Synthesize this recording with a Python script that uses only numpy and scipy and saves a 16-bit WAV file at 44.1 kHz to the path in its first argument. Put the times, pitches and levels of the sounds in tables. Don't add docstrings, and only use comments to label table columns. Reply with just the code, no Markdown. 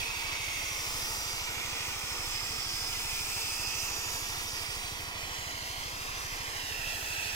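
import sys
import numpy as np
from scipy import signal
from scipy.fft import rfft, irfft, next_fast_len
from scipy.io import wavfile
from scipy.ndimage import uniform_filter1d, map_coordinates

SR = 44100
rng = np.random.default_rng(int(sys.argv[2]) if len(sys.argv) > 2 else 0)


def inscribe(sig):
    pcm = np.round(np.clip(np.atleast_2d(sig).T, -1, 1) * 32767)
    wavfile.write(sys.argv[1], SR, pcm.astype(np.int16))


N = 324135
TIME = np.arange(N) / SR

# freq_hz, relative_density_db
ROAR_SPECTRUM = [(120.0, -57.0), (220.0, -27), (330.0, -3.5), (480.0, 0.2), (700.0, -5), (1000.0, -6),
                 (1350.0, -2.8), (1650.0, -2.5), (2100.0, -9), (3200.0, -19.1)]
RUSH_SPECTRUM = [(800.0, -31), (1200.0, -15.5), (1600.0, -9), (2000.0, -2.2), (2500.0, 1.8), (3000.0, 2.2),
                 (3500.0, -5), (4000.0, -4), (5000.0, -7.5), (7000.0, -28)]
HISS_SPECTRUM = [(2200.0, -7), (3200.0, 7), (4200.0, 4.5), (4700.0, 3.5), (5200.0, 10), (6100.0, 7.5),
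                 (7000.0, -1.5), (8300.0, -19), (10000.0, -13.5), (12000.0, -31)]
MIST_SPECTRUM = [(5500.0, -2), (7000.0, 2.5), (8500.0, 5), (9500.0, -0.29), (11000.0, -0.3), (13000.0, 0.3),
                 (16000.0, -3.8)]
# time_s, level_db
ROAR_LEVELS = [(0.0, -45.4), (1.3, -44.5), (2.0, -46), (3.35, -47), (3.9, -45), (5.0, -46.5), (6.0, -45.5),
               (7.35, -45.5)]
# time_s, level_db
RUSH_LEVELS = [(0.0, -40.5), (0.45, -40.7), (1.08, -44.5), (1.52, -40.5), (2.1, -42), (2.7, -42.7),
               (3.57, -45.5), (4.0, -46), (4.57, -42), (5.06, -44.5), (5.73, -44), (6.1, -45.5),
               (6.45, -44), (7.35, -40.5)]
# time_s, treble_db
JET_FACING = [(0.0, -49.5), (0.6, -49.5), (0.97, -47), (1.31, -48), (1.55, -51), (2.02, -49.0),
              (2.45, -49.3), (2.9, -48), (3.4, -45.5), (3.84, -47.5), (4.32, -48), (4.79, -51), (5.12, -54),
              (5.71, -52.5), (6.4, -52), (6.77, -51), (6.9, -49), (7.35, -49.5)]
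# time_s, right_port_lag_ms, left_body_echo_ms, right_body_echo_ms
STANCE_DELAYS = [(0.0, 0.2, 1.1, 0.84), (0.5, 0.2, 1.11, 0.86), (1.2, 0.19, 1.13, 0.83),
                 (1.8, 0.13, 1.08, 0.84), (2.6, 0.13, 1.14, 0.85), (3.7, 0.13, 1.16, 0.87),
                 (4.3, 0.18, 1.31, 0.87), (5.1, 0.2, 1.24, 0.87), (5.65, 0.31, 1.39, 1.0),
                 (6.05, 0.29, 1.13, 0.81), (6.4, 0.29, 1.25, 0.87), (6.8, 0.29, 1.5, 1.15),
                 (7.35, 0.26, 1.59, 1.15)]
# time_s, delay_ms
GROUND_DELAYS = [(0, 2.1), (.52, 1.86), (1.26, 2.18), (1.91, 2.07), (2.62, 2.5), (3.44, 2.22), (4.1, 2.27),
                 (5.09, 2.02), (6.08, 1.87), (7.35, 2.34)]
# centre_hz, width_hz, gain_db
LEFT_RESONANCES = [(756, 250, 7), (2520, 610, 7.5), (4130, 700, 2), (6550, 400, 6), (7830.0, 1800, -6),
                   (13000.0, 6500.0, -1.5), (510, 290, -6)]
RIGHT_RESONANCES = [(996, 300, 4), (1896, 140, 4), (3760, 190, -2), (4500, 200, -0.5), (4800, 430, 3),
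                    (5790.0, 320, 0.9), (6690.0, 410, 1.5), (7400, 280.0, 3.5)]
# peak_s, length_s, centre_hz, width_hz, peak_db, pan_db, glide_hz_per_s
WHISTLE_SURGES = [(0, 0.22, 2520, 300, -42, -9, 0), (.44, 0.41, 2627, 280, -44, -2, -60.5),
                  (.5, .6, 3374, 507, -50.5, -5, -600), (.47, 0.61, 2218, 330, -42.5, -14, -95),
                  (.72, .22, 5750, 380, -45.5, -2, 0), (.56, 0.42, 6520, 280, -49.5, 8, -90),
                  (.92, 0.31, 5080, 340, -45.5, -6, 0), (1.2, .3, 4960, 220, -45, -12, -500),
                  (1.2, .36, 5800, 400, -45, -1, -200), (1.51, .99, 7580, 330, -51.5, -17, 0),
                  (1.722, 0.58, 2330, 330, -46.5, -12, 0), (1.799, .3, 5370, 280, -48.5, 0, 400),
                  (1.862, .56, 6280, 400, -49, 0, -500), (2.32, 0.42, 5185, 420, -41.5, -9, -300),
                  (2.656, .31, 5800, 320, -48, -15, -300), (2.72, .32, 5130, 560, -39, -10, -100),
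                  (2.42, .38, 7660, 300, -50, -14, 0), (3, .55, 9450, 800, -54, -20, 90),
                  (3.2, 0.59, 5130, 520, -44, -12, 100), (3.337, .56, 7760, 500, -49.5, -12, 0),
                  (3.53, 0.79, 2558, 370, -42.5, -5.5, 150), (3.67, 0.4, 5020, 534, -40, -17, 100),
                  (3.88, 0.38, 5920, 420, -42, -16, -420), (3.8, 0.32, 8360, 350, -54.5, 1, -290),
                  (4.02, .36, 6880, 450, -45.5, -3, -1100), (4.091, .37, 4970, 280, -45.5, -11, 0),
                  (4.33, .25, 5680, 320, -50, -10, -400), (4.581, 0.23, 5050, 320, -44, -24, 0),
                  (4.724, .27, 8380, 400, -53.5, -13, 0), (5.5, .34, 6600, 340, -53, -5, -1100),
                  (5.639, 0.78, 4760, 449, -53, 12, -450), (5.689, .33, 4300, 320, -51, -19, 580),
                  (5.75, 0.23, 3240, 220, -52, -14, 600), (6.072, .5, 4960, 320, -50.5, 2, -210),
                  (6.24, .24, 5940, 340, -49.5, -2, -730), (6.698, 0.82, 5040, 430, -49.5, -9, -500),
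                  (6.74, 1, 1847, 380, -48, -23, -310), (6.85, 0.19, 2653, 310, -41.5, -9, -500),
                  (7.22, .3, 2567, 352, -42, -8, -150), (1.1, .45, 13500, 3800, -54, 2, 0),
                  (6.98, .35, 13000, 3800, -55, -4, 0)]
# delay_ms, gain_db
TREE_ECHOES = [(1.5, -19), (3.1, -17), (4.4, -18), (6.2, -19)]
# delay_ms, pitch_hz, swell_ms, peak_db, spread_db
ENGINE_PUFFS = [(0, 90.3, 5.9, -38, 0.35), (22, 53, 4, -51.5, -1), (34.4, 56, 5, -50, 5)]
# pitch_hz, rms_db
PUMP_TONES = [(26.2, -66), (29.3, -61.5), (40.4, -59.5)]
# freq_hz, relative_density_db
RUMBLE_SPECTRUM = [(5, 8), (18, -6.5), (27, 15), (36, -31), (55, 3.5), (80, -11.5), (130, -7), (200, -9),
                   (300, -8.5), (600, -24)]


def spray():
    lag_ms, left_ms, right_ms = curves(STANCE_DELAYS)
    (left, right), scattered = jet(lag_ms)
    left = close_echoes(left, left_ms, body_db=-10.5, body_cutoff_hz=5500, ground_db=-14)
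    right = close_echoes(right, right_ms, body_db=-4, body_cutoff_hz=1550, ground_db=-13.5)
    left = resonant(left + scattered[0], LEFT_RESONANCES)
    right = resonant(delayed(right, lag_ms) + scattered[1], RIGHT_RESONANCES)
    return branch_echoes(np.array([left, right]) + whistling())


def jet(lag_ms, lift_s=3.7, lower_s=5.4, swing_s=0.34, mean_facing_db=-50):
    aim_db = curves(JET_FACING)[0] - mean_facing_db
    roar_db, = curves(ROAR_LEVELS)
    rush_db, = curves(RUSH_LEVELS)
    lifted = smooth_step(lift_s, swing_s) - smooth_step(lower_s, swing_s)
    hiss_pan_db = np.interp(lifted, [0, 1], [3.5, 0])
    roar = jet_band(ROAR_SPECTRUM, roar_db, pan_db=-2.5, scatter_db=-9, flutter_db=0.67)
    rush = jet_band(RUSH_SPECTRUM, rush_db, pan_db=-9 - 13 * lag_ms, scatter_db=-8, flutter_db=1.08)
    hiss = jet_band(HISS_SPECTRUM, -44 + 0.78 * aim_db, hiss_pan_db, scatter_db=-4.5, flutter_db=0.85)
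    mist = jet_band(MIST_SPECTRUM, -43.5 + aim_db, pan_db=0.2, scatter_db=2, flutter_db=0.68)
    return roar + rush + hiss + mist


def jet_band(spectrum, level_db, pan_db, scatter_db, flutter_db):
    level = undb(level_db + flutter_db * walk(21.97))
    gain = level * panned(pan_db) / np.sqrt(1 + undb(2 * scatter_db))
    scattered = np.array([noise(spectrum) for _ in range(2)])
    return np.array([gain * noise(spectrum), gain * undb(scatter_db) * scattered])


def close_echoes(direct, body_ms, body_db, body_cutoff_hz, ground_db):
    clear_share = np.interp(smooth_step(centre_s=4.8, length_s=0.8), [0, 1], [0.52, 0.7])
    bounced = (1 - clear_share) * dull(direct, body_cutoff_hz) + clear_share * dull(direct, 12000)
    bounced = shaped(bounced, lambda f: -10 * np.log10(1 + (400 / f) ** 4))
    body = undb(body_db) * delayed(bounced, body_ms)
    ground_ms, = curves(GROUND_DELAYS)
    ground = undb(ground_db) * dull(delayed(direct, ground_ms), cutoff_hz=9000)
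    return direct + body + ground


def whistling(waver_depth=0.008, waver_per_s=9, span_samples=70000):
    out = np.zeros((2, N))
    waver = 1 + waver_depth * walk(waver_per_s)
    for peak_s, length_s, centre_hz, width_hz, peak_db, pan_db, glide_hz_per_s in WHISTLE_SURGES:
        start = int(np.clip(peak_s * SR - span_samples / 2, 0, N - span_samples))
        span = slice(start, start + span_samples)
        from_peak_s = TIME[span] - peak_s
        fade_db = 3 * (2 * from_peak_s / length_s) ** 2
        pitch_hz = (centre_hz + glide_hz_per_s * from_peak_s) * waver[span]
        shared = narrow_noise(pitch_hz, width_hz)
        ports = np.array([shared + narrow_noise(pitch_hz, width_hz) / 2 for _ in range(2)])
        out[:, span] += ports / ports.std() * panned(pan_db) * undb(peak_db - fade_db)
    return out


def branch_echoes(ports, sway_ms=0.14, sway_per_s=1.8):
    out = ports
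    for delay_ms, gain_db in TREE_ECHOES:
        path_ms = delay_ms + sway_ms * walk(sway_per_s)
        emitted_s = TIME - path_ms / 1000
        out = out + undb(gain_db) * np.array([np.interp(emitted_s, TIME, port) for port in ports])
    return out * ports.std() / out.std()


def diesel(firing_hz=12.8304, first_firing_s=0.00916, wander_s=0.00044, pitch_spread=0.008):
    cycles = (TIME - first_firing_s + wander_s * walk(0.72)) * firing_hz
    out = 0
    for delay_ms, pitch_hz, swell_ms, peak_db, spread_db in ENGINE_PUFFS:
        puff_cycles = cycles - delay_ms / 1000 * firing_hz + 1
        age_s = puff_cycles % 1 / firing_hz
        firing = np.floor(puff_cycles).astype(int)
        peak = undb(peak_db + spread_db * rng.standard_normal(128))[firing]
        puff_hz = pitch_hz * (1 + pitch_spread * rng.standard_normal(128))[firing]
        swell = age_s * 1000 / swell_ms
        envelope = peak * swell ** 2 * np.exp(2 * (1 - swell))
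        out = out + envelope * np.sin(2 * np.pi * puff_hz * age_s)
    return out * panned(-2.5)


def pump():
    hum = 0
    for pitch_hz, rms_db in PUMP_TONES:
        amplitude = np.sqrt(2) * undb(rms_db + walk(3))
        hum = hum + amplitude * np.sin(2 * np.pi * pitch_hz * TIME + walk(1.5) / 2)
    return hum * panned(-10)


def open_air(level_db=-51, side_db=-13):
    side = undb(side_db) * noise(RUMBLE_SPECTRUM) * np.array([[1], [-1]])
    return undb(level_db) * (noise(RUMBLE_SPECTRUM) + side) * panned(-2.6)


def noise(spectrum):
    freq_hz, density_db = np.transpose(spectrum)
    white = rng.standard_normal(N)
    x = shaped(white, lambda f: np.interp(np.log(f), np.log(freq_hz), density_db, left=-90, right=-90))
    return x / x.std()


def narrow_noise(centre_hz, width_hz):
    pole = np.exp(-np.pi * width_hz / SR)
    drive = rng.standard_normal(len(centre_hz)) + 1j * rng.standard_normal(len(centre_hz))
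    baseband = signal.lfilter([1], np.poly([pole, pole]), drive)
    x = np.real(baseband * np.exp(2j * np.pi * np.cumsum(centre_hz) / SR))
    return x / x.std()


def shaped(x, gain_db):
    size = next_fast_len(N)
    freq_hz = np.maximum(np.arange(size // 2 + 1) * SR / size, 1)
    return irfft(rfft(x, size) * undb(gain_db(freq_hz)), size)[:N]


def resonant(x, bells):
    return shaped(x, lambda f: sum(db / (1 + (2 * (f - hz) / width_hz) ** 2)
                                   for hz, width_hz, db in bells))


def dull(x, cutoff_hz):
    return shaped(x, lambda f: -10 * np.log10(1 + (f / cutoff_hz) ** 2))


def delayed(x, delay_ms):
    return map_coordinates(x, [np.arange(N) - delay_ms * SR / 1000], order=3, mode="mirror")


def walk(steps_per_s):
    hold = int(SR / steps_per_s)
    steps = np.repeat(rng.standard_normal(N // hold + 1), hold)
    x = uniform_filter1d(uniform_filter1d(steps, hold), hold)[:N]
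    return x / x.std()


def curves(table):
    time_s, *columns = np.transpose(table)
    return [np.interp(TIME, time_s, column) for column in columns]


def smooth_step(centre_s, length_s):
    return 0.5 + 0.5 * np.tanh(2 * (TIME - centre_s) / length_s)


def panned(pan_db):
    gains = undb(np.array([pan_db, -pan_db]) / 2).reshape(2, -1)
    return gains / np.sqrt(np.mean(gains ** 2, axis=0))


def undb(db):
    return 10 ** (np.asarray(db) / 20)


def scene():
    return spray() + diesel() + pump() + open_air()


def record(dry):
    cutoff_hz = 15750
    return signal.sosfilt(signal.ellip(12, 0.1, 70, cutoff_hz, fs=SR, output="sos"), dry)


dry = scene()
out = record(dry)
inscribe(out)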